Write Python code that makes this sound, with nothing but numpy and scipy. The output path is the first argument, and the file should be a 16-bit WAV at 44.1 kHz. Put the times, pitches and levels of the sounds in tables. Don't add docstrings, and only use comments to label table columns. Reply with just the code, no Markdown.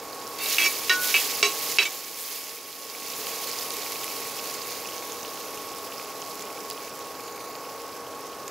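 import sys
import numpy as np
from scipy import signal
from scipy.fft import rfft, irfft
from scipy.io import wavfile
from scipy.ndimage import uniform_filter1d, map_coordinates

SR = 44100
rng = np.random.default_rng(int(sys.argv[2]) if len(sys.argv) > 2 else 0)


def materialize(psi):
    bounded = np.clip(np.atleast_2d(psi).T, -1, 1)
    quanta = np.round(bounded * 32767).astype(np.int16)
    wavfile.write(sys.argv[1], SR, quanta)


def invert_db(x):
    u = np.asarray(x, float) / 20
    return 10 ** u


N = 374850

# [f/Hz, level/dB per Hz]
FAN_AIR = [(20, -38), (45, -23.5), (100, -16.5), (170, -14.5), (260, -11), (385, -8), (415, -0.5),
           (500, -2.5), (530, -5.5), (650, -6.5), (900, -8.5), (1150, -7), (1450, -14), (2600, -24.5),
           (4000, -58)]
# [multiple, level/dB against the air noise]
FAN_ORDERS = [(7, -16), (8, -18), (9, -21), (12, -11), (14, -21), (16, -21), (17, -23), (20, -18),
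              (21, -14), (22, -21), (24, -24), (28, -4), (30, -26), (32, -27)]
FAN_HZ, FAN_DB = 39.37, -41
BLADE_DB, HUM_DB = 0.16, 0.23

# [f/Hz, level/dB per Hz]
SIZZLE_COLOUR = [(300, -70), (900, -15.5), (1700, -8), (2300, -2.5), (3300, -3), (5000, -1), (6800, -2.5),
                 (8200, -10), (9500, -29), (13000, -60)]
# [f/Hz, level/dB per Hz]
HISS_COLOUR = [(1000, -70), (4000, -36), (7000, -7.5), (8800, -3.5), (10500, 0.5), (12500, 1.5),
               (14000, -.6), (16000, .4)]
TINIEST_HZ = 18000
# [f/Hz, width/Hz, level/dB]
PAN_RING = [(2280, 34, -22.5), (2730, 130, -25.5), (3430, 40, -36), (7000, 220, -29)]
# [t/s, sizzle level/dB]
SIMMER = [(0, -45.5), (.36, -42.5), (.45, -35.5), (1.75, -35.5), (2.1, -35), (2.75, -36.5), (3.2, -36.5),
          (4.0, -37.5), (4.66, -39), (5.2, -42), (6.65, -44.5), (8.5, -47.5)]
# [t/s, sizzle surge/dB, hiss surge/dB, hold/s]
STROKES = [
    (0.405, 6, 6, 0.2),
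    (0.993, 6.5, 6.5, 0.17),
    (1.61, 2.5, 2, .12),
    (2.165, 3.5, 5.5, 0.17),
]
HISS_DB, HISS_FOLLOWS, SIMMER_MID_DB = -37.5, 1.27, -38
SURGE_RISE_S, SIZZLE_RISE_S, SURGE_FALL_S = 0.037, 0.091, 0.094

# [t/s, peak level/dB, f/Hz]
EARLY_SPITS = [(0.1096, -34, 6140), (0.1303, -25, 4400), (0.215, -29, 4800), (0.2696, -24, 5420),
               (0.389, -27, 4480), (0.4429, -20, 4530), (0.46, -17, 3970), (0.5102, -16, 4270),
               (0.5461, -16, 3950), (0.5846, -19, 3400)]
# [t/s, peak level/dB, f/Hz]
SPITS = [(3.1015, -24, 5670), (3.2693, -27, 4670), (3.4928, -41, 3630), (3.5142, -24, 5210),
         (3.532, -26, 5190), (3.5874, -25, 5070), (3.6104, -28, 4810), (3.624, -23, 5100),
         (3.7063, -26, 4720), (4.079, -27, 5800), (4.4447, -37, 5690), (4.458, -27, 4330),
         (4.5116, -32, 6150), (4.5399, -25, 6990), (4.6172, -28, 4800), (4.7548, -34, 3950),
         (4.8735, -26.5, 5940), (4.965, -31, 6220), (4.98, -29, 6240), (5.121, -25.5, 6670),
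         (5.2304, -27, 6290), (5.5746, -31, 6750), (5.9815, -30, 5300), (6.2185, -26, 6310),
         (6.3943, -33, 6220), (6.423, -26, 6760), (6.6043, -33, 5580), (6.7108, -23.5, 4800),
         (7.5531, -32, 4450), (8.4798, -25.5, 6760)]
# [t/s, peak level/dB, f/Hz]
POPS = [(3.1222, -30, 2450), (3.2693, -26.5, 3000), (3.7062, -31, 3250), (4.0376, -30, 3220),
        (4.08, -27, 2430), (4.1917, -36, 2700), (4.2531, -30, 2310), (4.8572, -27, 2720),
        (4.8887, -27, 2970), (5.2493, -28, 2870), (5.575, -30, 2730), (5.9228, -30, 2870),
        (6.2242, -29, 2960), (6.703, -30, 2960), (6.7776, -29.5, 3050), (6.8796, -33.5, 2590),
        (7.2074, -39, 3350), (7.554, -33, 2750), (7.652, -37, 2760), (8.481, -33, 2270)]
# [t/s, peak level/dB]
SNAPS = [(0.2768, -21), (0.3885, -19), (0.4399, -17), (0.5447, -14), (0.5846, -23), (0.9971, -28),
         (1.0176, -20), (1.1672, -27), (1.6207, -25), (1.8033, -28), (3.1243, -26), (3.268, -27),
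         (3.3902, -21), (3.4436, -33), (3.4935, -21), (3.705, -15), (3.769, -15), (3.9215, -15),
         (4.0435, -15), (4.2188, -31), (4.2617, -29), (4.2981, -21), (4.4732, -20), (4.8713, -27),
         (4.9983, -29), (5.1201, -28), (5.2004, -29), (5.4004, -29), (5.6853, -32), (5.7262, -33),
              (5.8669, -33), (5.9796, -31), (6.2989, -31), (6.3553, -23), (6.4216, -32), (6.454, -27),
              (6.5513, -27), (6.5807, -33), (6.6037, -30), (6.701, -15), (6.7349, -32), (6.8362, -31),
              (6.8786, -36), (6.9444, -32), (6.9918, -25), (7.2073, -26), (7.2372, -27), (7.4258, -31),
              (7.8194, -26), (8.4794, -26)]
EARLY_CYCLES, SPIT_CYCLES, POP_CYCLES = 3.6, 2.6, 1.6
STRAYS, STRAY_DB, STRAY_SPREAD_DB = 60, 14.0, 4.0
STRAYS_FROM_S = 2.8
TICKS_PER_S, TICK_DB, TICK_FOLLOWS = 120, -23.5, .6

# [t/s, delay/ms, share 0-1]
ECHO = [(0, 0.42, 0.04), (4.4, .41, .06), (4.75, 0.46, .15), (5.0, .3, 0.1), (5.9, 0.39, 0.1),
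        (7.1, 0.374, 0.15), (7.42, 0.48, 0.26), (7.62, .39, 0.18), (8.5, .34, 0.1)]

# [f/Hz, time to fall 60 dB/s]
IRON = [(409, .15), (705, 0.14), (1098, 0.27), (1500, 0.03), (1852, 0.2), (2300, .12), (2417, 0.081),
        (2590, 0.11), (2697, 0.079), (2869, 0.072), (3030, 0.085), (3290, 0.16), (3610, 0.092),
        (3930, 0.13), (4510, .08), (4750, 0.12), (5350, .08), (5520, 0.064), (6470, 0.14), (6700, 0.065),
        (7400, 0.096), (7720, 0.17)]
# [t/s, tap level/dB, drag start level/dB, drag end level/dB, drag length/s]
CONTACTS = [
    (0.387, -54, -36, -35.5, 0.12),
    (0.5837, -17, -23.5, -25.5, 0.056),
    (0.638, -38, -20, -20, 0.029),
    (.8955, -17.5, -18.5, -35, 0.05),
    (1.142, -18, -16.5, -43, 0.072),
    (1.428, -15, -17, -42, 0.081),
    (1.7856, -13, -21, -24.5, 0.048),
    (1.853, -28.5, -20, -30, 0.024),
]
PRESSED_RING = [0.53, 0.61, 0.9, 0.56, 0.62, 0.55, 0.63, 0.47]
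SWING_DB = [-4, -12.5, -6.5, -29, -12, 1.5, -1, 7, 3.5, 3.5, -1.5, -5, 0.5, -0.5, 1, -7, -3, -0.5, -2.5, -5,
            -7, -11]
SWINGING = [(2300, 2697, 3610, 4510), (2300, 2590, 2869, 3290), (2300, 5520, 6700),
            (1098, 1500, 2300, 2697, 2869, 3030, 3290, 3930, 4750, 5520, 6700),
            (2300, 2417, 2590, 2869, 3030, 3290),
            (409, 705, 1098, 1852, 2300, 2697, 2869, 3290, 3930, 4750, 5520, 6470, 7720),
            (2300, 2417, 2590, 2697, 3030, 3290, 3930, 4510, 5520), (2300, 3030, 3610, 7400)]
STILL_DB, STILL_SPREAD_DB = -13.5, 1
# [f/Hz, width/Hz, level/dB]
CLANK = [(1340, 1600, -35), (2870, 1900, -12), (4300, 1100, -4), (6140, 840, -2)]
BOUNCE_S, BOUNCE_DB = .0044, -11
LIFT_S = 0.0056
# [f/Hz, level/dB, time to fall 60 dB/s]
BOWL = [(1472, -19.5, 0.66), (1852, -11, 0.11)]
BOWL_S, BOWL_STOP_S = .899, 1.08

# [t/s, gain level/dB]
GAIN = [
    (0, -.5),
    (1.65, 1),
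    (2.03, -6),
    (2.76, -8),
    (3.05, -3),
    (3.26, 0),
    (8.5, 0),
]
# [f/Hz, side as a signed share of mid]
PORTS = [(1900, 0), (3000, -.16), (4200, -.36), (5500, -.5), (6500, -.42), (7400, -.28), (8300, 0),
         (8800, 0), (9600, .17), (11000, .18), (12500, .12), (13300, 0)]
CUTOFF_HZ = 15740


def rms_one(x):
    return x / np.sqrt(np.mean(x ** 2) + 1e-20)


def in_time(rows):
    s, *columns = np.transpose(rows)
    return [np.interp(np.arange(N) / SR, s, c) for c in columns]


def coloured(x, spectrum):
    hz, level_db = np.transpose(spectrum)
    grid = np.arange(N // 2 + 1) * SR / N + 1
    gain = invert_db(np.interp(np.log(grid), np.log(hz), level_db))
    return rms_one(irfft(rfft(x) * gain, N))


def drift(rate):
    r = np.exp(-80 * np.pi * rate / SR)
    slow = signal.lfilter([1], [1, -2 * r, r * r], rng.standard_normal(N // 40 + 2002))[2000:]
    return np.interp(np.arange(N) / 40, np.arange(len(slow)), rms_one(slow))


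def ring(clicks, hz, t60):
    r = invert_db(-60 / (t60 * SR))
    w = 2 * np.pi * hz / SR
    return signal.lfilter([0, np.sin(w)], [1, -2 * r * np.cos(w), r * r], clicks + 1e-18)


def fan():
    turn = 2 * np.pi * FAN_HZ * np.arange(N) / SR + 0.0093 * drift(1.7)
    tones = 0
    for multiple, level_db in FAN_ORDERS:
        trim_db = BLADE_DB if multiple == 28 else HUM_DB
        level = invert_db(level_db + trim_db + 0.44 * drift(9.5))
        tones = tones + level * np.sqrt(2) * np.sin(multiple * turn + rng.uniform(0, 2 * np.pi))
    return invert_db(FAN_DB) * (coloured(rng.standard_normal(N), FAN_AIR) + tones)


def vigour():
    sizzle_db, = in_time(SIMMER)
    hiss_db = HISS_DB + HISS_FOLLOWS * (sizzle_db - SIMMER_MID_DB)
    t = np.arange(N) / SR
    for s, sizzle_up_db, hiss_up_db, hold_s in STROKES:
        dying = np.exp(-np.maximum(t - s - SURGE_RISE_S - hold_s, 0) / SURGE_FALL_S)
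        hiss_db = hiss_db + hiss_up_db * dying * np.clip((t - s) / SURGE_RISE_S, 0, 1)
        sizzle_db = sizzle_db + sizzle_up_db * dying * np.clip((t - s) / SIZZLE_RISE_S, 0, 1)
    return hiss_db, sizzle_db


def bursts(low_hz, high_hz, per_s, spread_db, cycles, clump_db, smooth_db):
    sizes = invert_db(spread_db * np.minimum(rng.exponential(1, N), 5)) * rng.choice([-1, 1], N)
    born = rng.random(N) < per_s * invert_db(clump_db * drift(30)) / SR
    dealt = rng.integers(0, 16, N)
    grains = 0
    for k, hz in enumerate(np.geomspace(low_hz, high_hz, 16)):
        grains = grains + hz * ring(sizes * born * (dealt == k), hz, cycles / hz)
    return rms_one(grains) + invert_db(smooth_db) * rng.standard_normal(N)


def frying():
    hiss_db, sizzle_db = vigour()
    swell = drift(29)
    sizzle = bursts(1720, 7680, per_s=2500, spread_db=4.0, cycles=18, clump_db=2.5, smooth_db=9)
    hiss = bursts(6500, TINIEST_HZ, per_s=5000, spread_db=-0.5, cycles=16.0, clump_db=1.5, smooth_db=-5.5)
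    sizzle += sum(invert_db(level_db) * rms_one(ring(sizzle, hz, 9.6 / width)) * 2
                  for hz, width, level_db in PAN_RING)
    sizzle = invert_db(sizzle_db + 0.8 * swell + 0.5 * drift(40)) * coloured(sizzle, SIZZLE_COLOUR)
    return sizzle + invert_db(hiss_db + 0.73 * swell) * coloured(hiss, HISS_COLOUR)


def stray_drops(sizzle_db):
    when, size, pitch = rng.random((STRAYS, 3)).T
    at = (N - 1 - when * (N - STRAYS_FROM_S * SR)).astype(int)
    level_db = sizzle_db[at] + STRAY_DB + STRAY_SPREAD_DB * size
    return np.transpose([at / SR, level_db, 2300 * 2 ** (1.5 * pitch)])


def spits():
    out, t = np.zeros(N + 900), np.arange(900) / SR
    hiss_db, sizzle_db = vigour()
    kinds = [(EARLY_SPITS, EARLY_CYCLES, 3.0), (SPITS, SPIT_CYCLES, 9.5), (POPS, POP_CYCLES, 9.5),
             (stray_drops(sizzle_db), SPIT_CYCLES, 0)]
    for drops, cycles, trim_db in kinds:
        for s, peak_db, hz in drops:
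            swell_and_die = np.exp(-t * hz / cycles) * (1 - np.exp(-t * hz / .8))
            pop = np.sin(2 * np.pi * hz * t) * swell_and_die
            spray = rng.standard_normal(900) * np.exp(-t / 0.0054)
            tail = invert_db(-23.5) * ring(spray, hz, 0.00059)
            out[round(s * SR):][:900] += invert_db(peak_db + trim_db) * (pop + tail)
    tick_db = 4.0 * np.minimum(rng.exponential(1, N), 2) + TICK_DB + TICK_FOLLOWS * (hiss_db - HISS_DB)
    clicks = invert_db(tick_db) * (rng.random(N) < TICKS_PER_S / SR)
    for s, peak_db in SNAPS:
        clicks[round(s * SR) + 8] = invert_db(peak_db + 9)
    clicks *= rng.choice([-1, 1], N)
    bright = signal.butter(2, [3500, 14000], "band", fs=SR, output="sos")
    return out[:N] + signal.sosfilt(bright, clicks)


def hob_echo(x):
    delay_ms, share = in_time(ECHO)
    late = map_coordinates(x, [np.arange(N) - delay_ms * SR / 1000], order=3)
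    return (x + share * late) / np.sqrt(1 + share ** 2)


def bowl():
    t = np.maximum(np.arange(N) / SR - BOWL_S, 0)
    damped_db = -150 * np.maximum(t - (BOWL_STOP_S - BOWL_S), 0)
    tones = sum(invert_db(level_db - 60 * t / t60 + damped_db) * np.sin(2 * np.pi * hz * t)
                for hz, level_db, t60 in BOWL)
    return tones * (1 - np.exp(-t / 0.002))


def ladle():
    out, length = np.zeros(N), SR // 2
    t = np.arange(length) / SR
    side = np.tile([1, -1, -1, -1, -1, 1, 1, 1], 3)
    for (s, tap_db, start_db, end_db, drag_s), swinging, free in zip(CONTACTS, SWINGING, PRESSED_RING):
        still_db = STILL_DB + STILL_SPREAD_DB * rng.standard_normal(len(IRON))
        place_db = SWING_DB + still_db * ~np.isin(np.array(IRON)[:, 0], swinging)
        roughness = invert_db(1.3 * rng.standard_normal(length // 40 + 1)).repeat(40)[:length]
        grit = rng.standard_normal(length) * roughness
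        drag_db = start_db + (end_db - start_db) * np.minimum(t / drag_s, 1)
        drag = invert_db(drag_db) * grit * np.exp(-np.maximum(t - drag_s, 0) / LIFT_S)
        push = invert_db(-27.5) * drag
        push[[0, round(BOUNCE_S * SR)]] += invert_db(tap_db + np.array([0, BOUNCE_DB]))
        detune = 1 + 0.0012 * rng.standard_normal(len(IRON))
        modes = sum(side[k] * invert_db(place_db[k]) * ring(push, hz * detune[k], t60 * free)
                    for k, (hz, t60) in enumerate(IRON))
        crash = np.exp(-t / 0.00047) + invert_db(-13) * np.exp(-t / 0.065)
        shock = invert_db(tap_db - 11) * grit * crash + invert_db(-18.0) * drag
        clank = sum(invert_db(level_db) * ring(shock, hz, 0.98 / width) for hz, width, level_db in CLANK)
        out[round(s * SR):][:length] += modes + clank
    no_bass = signal.butter(4, 330, "high", fs=SR, output="sos")
    return signal.sosfilt(no_bass, out)


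def scene():
    food = hob_echo(frying() + spits())
    return np.tile(fan() + food + bowl() + ladle(), (2, 1))


def roll_off(x):
    return signal.sosfilt(signal.butter(12, 17000, fs=SR, output="sos"), x)


def record(dry):
    mid = dry.mean(0) * invert_db(in_time(GAIN)[0])
    over_db = np.maximum(20 * np.log10(np.abs(mid) + 1e-9) + 12, 0)
    fall = 250 * np.arange(N) / SR
    held = np.maximum.accumulate(over_db + fall) - fall
    duck_db = uniform_filter1d(np.append(held[380:], np.zeros(380)), size=200)
    grid = np.arange(N // 2 + 1) * SR / N
    bass_cut = grid ** 2 / (grid ** 2 + 45 ** 2)
    mid = rfft(mid * invert_db(-.45 * duck_db)) * (grid < CUTOFF_HZ) * bass_cut
    hz, share = np.transpose(PORTS)
    side = mid * np.interp(grid, hz, share)
    mix = irfft(np.array([mid + side, mid - side]), N)
    return roll_off(mix)


dry = scene()
out = record(dry)
materialize(out)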